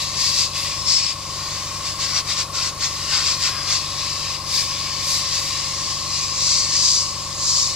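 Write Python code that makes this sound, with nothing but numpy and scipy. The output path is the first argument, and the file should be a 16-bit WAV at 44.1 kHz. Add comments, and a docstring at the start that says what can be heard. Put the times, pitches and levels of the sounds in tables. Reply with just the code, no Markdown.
"""An airbrush sprays a small figure on a workbench, close up, its hiss swelling with each trigger stroke.
The jet roars softly in the figure's hollows and whistles on its edges; atomised paint fizzes on top,
and stray air puffs at the microphone. Behind it a piston compressor throbs, knocks and rattles over
a motor hum and room tone. Two microphone ports colour the stereo image; gain control ducks the peaks."""
import sys
import numpy as np
from scipy import signal
from scipy.fft import rfft, irfft, next_fast_len
from scipy.io import wavfile
from scipy.ndimage import uniform_filter1d, map_coordinates

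SR = 44100
rng = np.random.default_rng(int(sys.argv[2]) if len(sys.argv) > 2 else 0)


def materialize(psi):
    """Save the field psi as 16-bit PCM at rate SR to the path in sys.argv[1].

    A 1-D psi becomes a single channel; in a 2-D psi each row is a channel.
    """
    bounded = np.clip(np.atleast_2d(psi).T, -1, 1)
    quanta = np.round(bounded * 32767).astype(np.int16)
    wavfile.write(sys.argv[1], SR, quanta)


N = 341775

# trigger strokes, each a pass of the jet: (start t/s, length/s, edge/s, level/dB, hollow boost/dB)
TRIGGER_STROKES = [(0, 0.032, 0.032, -26.5, 6), (0.169, 0.15, 0.031, -21.5, 0),
                   (.335, 0.13, 0.034, -21.5, -1), (0.545, 0.067, .016, -26.5, 3.5),
                   (.61, 0.13, .02, -31.5, 6), (0.878, 0.13, 0.026, -18.5, -3), (0.969, 0.16, .018, -25, 2),
                   (1.853, .061, 0.037, -25.5, 1), (1.999, 0.068, 0.018, -23.5, -0.5),
                   (2.068, 0.073, .02, -28, 1.5), (2.144, 0.063, .02, -23, 0.5),
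                   (2.28, .065, 0.025, -22.5, 2), (2.369, 0.057, 0.027, -21, 1),
                   (2.541, 0.16, 0.017, -25.5, -.5), (2.814, 0.06, 0.025, -21, 1.5),
                   (3.092, 0.13, 0.04, -23, 3.5), (3.236, 0.1, 0.044, -21, 2),
                   (3.423, 0.064, 0.044, -18.5, 2), (3.693, 0.077, 0.035, -18, -2),
                   (3.974, 0.4, 0.017, -30, 2), (4.502, .13, .051, -21.5, -2),
                   (5.063, 0.13, 0.05, -22, -2.5), (5.306, 0.1, .036, -25, 0),
                   (6.13, 0.13, 0.052, -26.5, -0.5), (6.398, 0.25, .051, -22, -18),
                   (6.715, 0.078, .039, -23.5, -1), (6.808, 0.18, 0.099, -16, -9.5),
                   (7.43, 0.25, 0.056, -21.5, -14)]
# air that keeps flowing between the strokes: (t/s, level/dB)
IDLE_AIR = [(0, -29), (.5, -34.5), (.75, -30.5), (1.2, -35.5), (1.53, -31.5), (1.75, -34), (2.5, -39.5),
            (2.77, -38.5), (2.93, -31), (3.55, -32.5), (3.9, -30.5), (4.44, -36), (4.7, -29), (5.6, -27.5),
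            (6.05, -30.5), (6.7, -29), (7.22, -34.5), (7.75, -32)]
# the hiss sharpens as the nozzle swings towards the microphone: (t/s, treble level/dB)
NOZZLE_AIM = [(0, -1), (.9, -0.9), (1.3, 0), (2.8, -0.5), (4.4, -2), (5.4, -1.5), (6.25, 1.3), (7.75, 2.5)]
# tone of the free jet: (f/Hz, relative level/dB)
HISS_SPECTRUM = [(600, -28.5), (1480, -25.5), (1850, -14), (2550, -10), (3150, -11.5), (4000, -3.5),
                 (4700, -1), (5300, -2.5), (5900, -7), (7100, -7.5), (8000, -12.5), (9300, -26),
                 (12000, -40), (15700, -48)]
# the roar rises as the jet lands full on the figure: (t/s, level/dB relative to the flow)
ROAR_LEVEL = [(0, -30), (1.1, -28), (1.4, -11.5), (1.87, -9.5), (2.05, -12), (2.2, -9), (2.35, -15),
              (2.6, -11.5), (2.85, -15), (3.2, -8.5), (3.4, -18.5), (3.56, -2.5), (3.74, -15), (4.0, -20),
              (4.6, -20.5), (5.3, -35), (6.3, -27), (7.75, -31)]
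# tone of the jet breaking on the figure: (f/Hz, relative level/dB)
ROAR_SPECTRUM = [(200, -20), (600, -3.5), (1200, 9.5), (1900, 5), (3100, 4), (5000, -28)]
# the needle is drawn far back and more paint atomises: (start t/s, length/s, edge/s, level/dB)
PAINT_BURSTS = [(0, .05, .02, -38), (0.193, .25, .035, -37.5), (.57, 0.11, .035, -38),
                (.88, 0.12, .03, -45), (4.51, 0.13, 0.048, -33.5), (5.06, .13, 0.055, -31),
                (5.316, 0.21, .04, -40)]
# tone of the paint mist: (f/Hz, relative level/dB)
FIZZ_SPECTRUM = [(3000, -12), (6000, -3.5), (8500, 3), (10000, 0.5), (12000, -4), (15700, -13)]
# throb of the piston: (multiple of the crank rate, level/dB)
PISTON_HARMONICS = [(1, -57), (2, -57), (3, -47.5), (4, -53), (6, -58), (7, -52), (10, -63.5)]
# valve and housing knocks in each turn: (share of the turn, f/Hz, t60/s, level/dB, looseness 0-1)
VALVE_KNOCKS = [(0.0022, 1104, 0.044, -29.5, .1), (.42, 1062, 0.2, -39.5, 0.09),
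                (0.382, 314.5, 0.029, -47, 0.35), (.64, 317, 0.044, -40.5, 0.84),
                (.34, 582, 0.034, -46, 0.9), (.75, 570, 0.05, -43, 0.75)]
# tone of the compressor's small contacts: (f/Hz, relative level/dB)
RATTLE_SPECTRUM = [(150, -21), (220, -10), (290, -9.5), (430, 3), (470, -21), (520, -1.5), (620, -4),
                   (680, -12.5), (800, -3.5), (980, -1.5), (1090, 2.5), (1250, -5), (1600, -38)]
# lines of the motor hum: (f/Hz, level/dB)
MOTOR_LINES = [(31.5, -59), (49.5, -60), (94.5, -42.8), (100, -57), (121.7, -55.5), (143.2, -45.5),
               (189, -50.3)]
# tone of the room's air: (f/Hz, relative level/dB)
ROOM_SPECTRUM = [(15, -20), (45, -25.5), (140, 3.5), (230, -4), (460, -5.5), (580, 3), (690, -6),
                 (950, 0.5), (1200, 3), (1500, -5.5), (3000, -12), (15000, -50)]
# the jet splits on a rim: (start t/s, end t/s, f/Hz, width/Hz, level/dB relative to the flow)
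EDGE_TONES = [(.17, .48, 4730, 200, -7.5), (.2, .75, 4040, 90, -10.5), (.72, 1.158, 5290, 110, -2),
              (2.1, 2.21, 5760, 200, -4), (3.1, 3.46, 4730, 110, -9), (3.48, 3.673, 5080, 110, -1),
              (4, 6.7, 4570, 110, -16), (6.747, 7.05, 4860, 120, -4)]
# stray air reaches the microphone: (peak t/s, half-width/s, level/dB)
AIR_PUFFS = [(.75, .15, -52), (3.2, 0.15, -40), (3.65, 0.11, -45)]
# tone of that wind rumble: (f/Hz, relative level/dB)
PUFF_SPECTRUM = [(15, -15), (45, -2), (65, 7), (100, 0), (250, -42)]
# how alike the stereo noise is at the two microphone ports: (f/Hz, correlation 0-1)
PORT_LIKENESS = [(100, 0.77), (500, 0.93), (2000, 0.91), (4500, 0.75), (7000, 0.64), (15000, .46)]
# balance of the ports: (f/Hz, left minus right level/dB)
PORT_BALANCE = [(100, 4), (700, 2.5), (1100, 7), (1700, 0.5), (2700, 4), (3600, 2), (4150, 8), (4700, 16),
                (5400, 8), (6300, -3.5), (7500, -8), (10000, -4.5), (15000, -1)]
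# phase between the ports: (f/Hz, left lead/rad)
PORT_LEAD = [(100, 0), (1100, -0.52), (1600, 0.57), (3400, -0.92), (4200, -0.2), (5000, -2.02),
             (6000, -1.64), (7500, -1.47), (11000, -0.87)]


def amp(db):
    """Decibels to gain."""
    return 10 ** (np.asarray(db) / 20)


def unit(x):
    """Scale to rms 1."""
    return x / np.sqrt(np.mean(x ** 2) + 1e-20)


def along(points, hz):
    """Read (f/Hz, value) points on a log frequency axis."""
    f, values = np.transpose(points)
    return np.interp(np.log(hz + 1), np.log(f + 1), values)


def clock():
    """The time of every sample in seconds."""
    return np.arange(N) / SR


def envelope(points):
    """Join (t/s, value) points with straight ramps."""
    return np.interp(clock(), *np.transpose(points))


def gate(start, length, edge):
    """A valve opens smoothly, holds and closes again."""
    t = clock() - start
    return (1 + np.tanh(t / edge)) * (1 + np.tanh((length - t) / edge)) / 4


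def wobble(rate):
    """A smooth random curve, rate knots a second."""
    knots = rng.standard_normal(int(N * rate / SR) + 4)
    return map_coordinates(knots, [clock() * rate], mode="nearest")


def filtered(x, response):
    """Shape x with a complex frequency response."""
    size = next_fast_len(N + SR // 2)
    return irfft(rfft(x, size) * response(np.fft.rfftfreq(size, 1 / SR)), size)[..., :N]


def crossover(x, edge_hz):
    """The bands of x below and above a frequency."""
    low = filtered(x, lambda hz: 1 / (1 + (hz / edge_hz) ** 12))
    return low, x - low


def narrow_noise(centre_hz, width_hz):
    """Noise of rms 1 ringing in one resonance."""
    resonance = lambda hz: 1 / (1 + (2 * (hz - centre_hz) / width_hz) ** 2)
    return unit(filtered(rng.standard_normal(N), resonance))


def rush(spectrum, patchy_db):
    """Rushing air: stereo noise of rms 1 with narrow, drifting patches of gain."""
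    bins = signal.stft(rng.standard_normal((2, N)), nperseg=1024)[2]
    patches = uniform_filter1d(rng.standard_normal(bins.shape), size=3, axis=1)  # blur in frequency
    patches = uniform_filter1d(patches, size=18, axis=2)  # and in time
    noise = signal.istft(bins * amp(patchy_db * unit(patches)))[1][:, :N]
    spread = lambda hz: np.arccos(np.clip(along(PORT_LIKENESS, hz), -1, 1)) / 2
    colour = lambda hz: amp(along(spectrum, hz)) * [np.cos(spread(hz)), np.sin(spread(hz))]
    mid, side = filtered(noise, colour)
    return unit(np.array([mid + side, mid - side]))


def airflow(idle_hollow_db=2.5):
    """Level and hollow boost of the jet in dB: the strokes add their power to the idling air."""
    idle_db = envelope(IDLE_AIR)
    power, hollow_power = amp(idle_db) ** 2, amp(idle_db + idle_hollow_db) ** 2
    for start, length, edge, db, hollow_db in TRIGGER_STROKES:
        stroke_power = (amp(db) * gate(start, length, edge)) ** 2
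        power += stroke_power
        hollow_power += stroke_power * amp(hollow_db) ** 2
    return 10 * np.log10(power), 10 * np.log10(hollow_power / power)


def bench_echoes(x, reach_s=.012, echo_db=-9, count=16):
    """Jars and bench add weak early echoes, whose pattern shifts as the hand moves."""
    out = x.copy()
    for delay in rng.uniform(.08, 1, count) * reach_s:
        echo = np.roll(x, int(delay * SR), axis=-1)
        out += amp(echo_db) / np.sqrt(count) * wobble(2.198) * echo
    return unit(out)


def jet_hiss(hollow_db, landing_db):
    """Turbulent hiss, hollower as it lands on the figure, sharper as it aims at the microphone."""
    hiss = bench_echoes(rush(HISS_SPECTRUM, patchy_db=2.0))
    hollow, upper = crossover(hiss, edge_hz=3640)
    core, treble = crossover(upper, edge_hz=5160)
    hollow_gain = amp(hollow_db + 0.048 * landing_db)
    return amp(1.31) * (hollow_gain * hollow + core + amp(envelope(NOZZLE_AIM)) * treble)


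def jet_roar(roar_db):
    """A lower roar as the jet breaks on the figure at close range."""
    return amp(roar_db) * rush(ROAR_SPECTRUM, patchy_db=4.5)


def paint_mist(flow_db, landing_db):
    """Atomised paint: a thin fizz that grows with flow and landing, plus bursts from the needle."""
    thin = amp(-43 + 0.26 * (flow_db - flow_db.mean()) + 0.073 * landing_db)
    bursts = sum(amp(db) * gate(start, length, edge) for start, length, edge, db in PAINT_BURSTS)
    return np.hypot(thin, bursts) * rush(FIZZ_SPECTRUM, patchy_db=3.0)


def airbrush():
    """Hiss, roar and whistles ride the airflow together, with the paint mist on top."""
    flow_db, hollow_db = airflow()
    roar_db = envelope(ROAR_LEVEL)
    landing_db = roar_db - roar_db.mean()  # how fully the jet hits the figure
    flutter_db = .4 * wobble(22)  # the finger is never quite steady
    sputter_db = 0.11 * wobble(130)  # paint leaves the needle unevenly
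    jet = jet_hiss(hollow_db, landing_db) + jet_roar(roar_db) + edge_whistles()
    return amp(flow_db + flutter_db + sputter_db) * jet + paint_mist(flow_db, landing_db)


def piston_throb(turns):
    """The piston chugs in low harmonics locked to the crank."""
    return sum(np.sqrt(2) * amp(db) * np.sin(2 * np.pi * (multiple * turns + rng.random()))
               for multiple, db in PISTON_HARMONICS)


def valve_knocks(turns, attack_s=0.0044, scatter_db=0.57, slack_s=.0003):
    """The valves strike at the same places in every turn, never quite alike."""
    out = np.zeros(N)
    t = np.arange(SR // 6) / SR
    whole_turns = np.arange(int(turns[-1]) + 1)
    for share, hz, t60, db, looseness in VALVE_KNOCKS:
        late, force = rng.standard_normal((len(whole_turns), 2)).T
        times = np.interp(whole_turns + share, turns, clock()) + slack_s * looseness * late
        onsets = np.clip(times * SR, 0, N - 1).astype(int)
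        blows = np.bincount(onsets, amp(db + scatter_db * force), N)
        ring = np.sin(2 * np.pi * hz * t) * amp(-60 * t / t60) * (1 - np.exp(-t / attack_s)) ** 2
        out += signal.fftconvolve(blows, ring / np.abs(ring).max())[:N]
    return out


def rattle(turns, per_turn=512):
    """Small contacts repeat in every turn and make a faint buzz."""
    contacts = map_coordinates(rng.standard_normal(per_turn), [turns % 1 * per_turn], mode="grid-wrap")
    return amp(-45) * unit(filtered(contacts, lambda hz: amp(along(RATTLE_SPECTRUM, hz))))


def housing_ring():
    """The compressor's casing keeps singing between the knocks."""
    return amp(-44.5) * narrow_noise(centre_hz=1070.5, width_hz=56)


def compressor(crank_hz=21.62):
    """Each turn of the crank throbs, knocks and rattles, at a barely wavering speed."""
    turns = crank_hz * clock() + .06 + .002 * wobble(1.2)
    return piston_throb(turns) + valve_knocks(turns) + rattle(turns) + housing_ring()


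def motor_hum():
    """Low motor lines, slightly unsteady in level and phase."""
    line = lambda hz: np.sin(2 * np.pi * (hz * clock() + rng.random()) + 0.11 * wobble(1.93))
    return sum(np.sqrt(2) * amp(db + 0.45 * wobble(3.14)) * line(hz) for hz, db in MOTOR_LINES)


def room_tone():
    """The room's air lays a quiet, even bed."""
    return amp(-43.5) * rush(ROOM_SPECTRUM, patchy_db=0.5)


def edge_whistles():
    """Breathy edge tones swell and fade where the jet splits on a rim."""
    out = np.zeros(N)
    for start, end, hz, width_hz, db in EDGE_TONES:
        progress = np.clip((clock() - start) / (end - start), 0, 1)
        arch = np.sqrt(np.abs(np.sin(np.pi * progress)))
        out += amp(db) * arch * narrow_noise(hz, width_hz)
    return out


def mic_puffs():
    """Deflected air rumbles briefly on the microphone."""
    swell = sum(amp(db) * np.exp(-((clock() - peak) / width) ** 2) for peak, width, db in AIR_PUFFS)
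    return swell * rush(PUFF_SPECTRUM, patchy_db=1)


def mic_ports(hz):
    """Each microphone port has its own resonance, which leans the sound left or right."""
    lean = amp(along(PORT_BALANCE, hz) / 2) * np.exp(.5j * along(PORT_LEAD, hz))
    pair = np.array([lean, 1 / lean])
    return pair / np.abs(pair.mean(axis=0))


def gain_control(x, ceiling_db=-13, recovery_db_per_s=9, window_samples=1300):
    """A loud channel ducks both sides at once, then the gain creeps back."""
    power = np.abs(uniform_filter1d(x ** 2, window_samples, axis=1)).max(axis=0)
    over_db = np.maximum(10 * np.log10(power + 1e-12) - ceiling_db, 0)
    creep_db = recovery_db_per_s * clock()
    duck_db = np.maximum.accumulate(over_db + creep_db) - creep_db
    return x * amp(-duck_db)


def scene():
    """The airbrush up front, the compressor and the room's air behind."""
    return room_tone() + airbrush() + mic_puffs() + compressor() + motor_hum()


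def record(dry):
    """Microphone ports, gain control, then a hard cut of the top treble."""
    levelled = gain_control(filtered(dry, mic_ports))
    return filtered(levelled, lambda hz: hz < 15750)


dry = scene()
out = record(dry)
materialize(out)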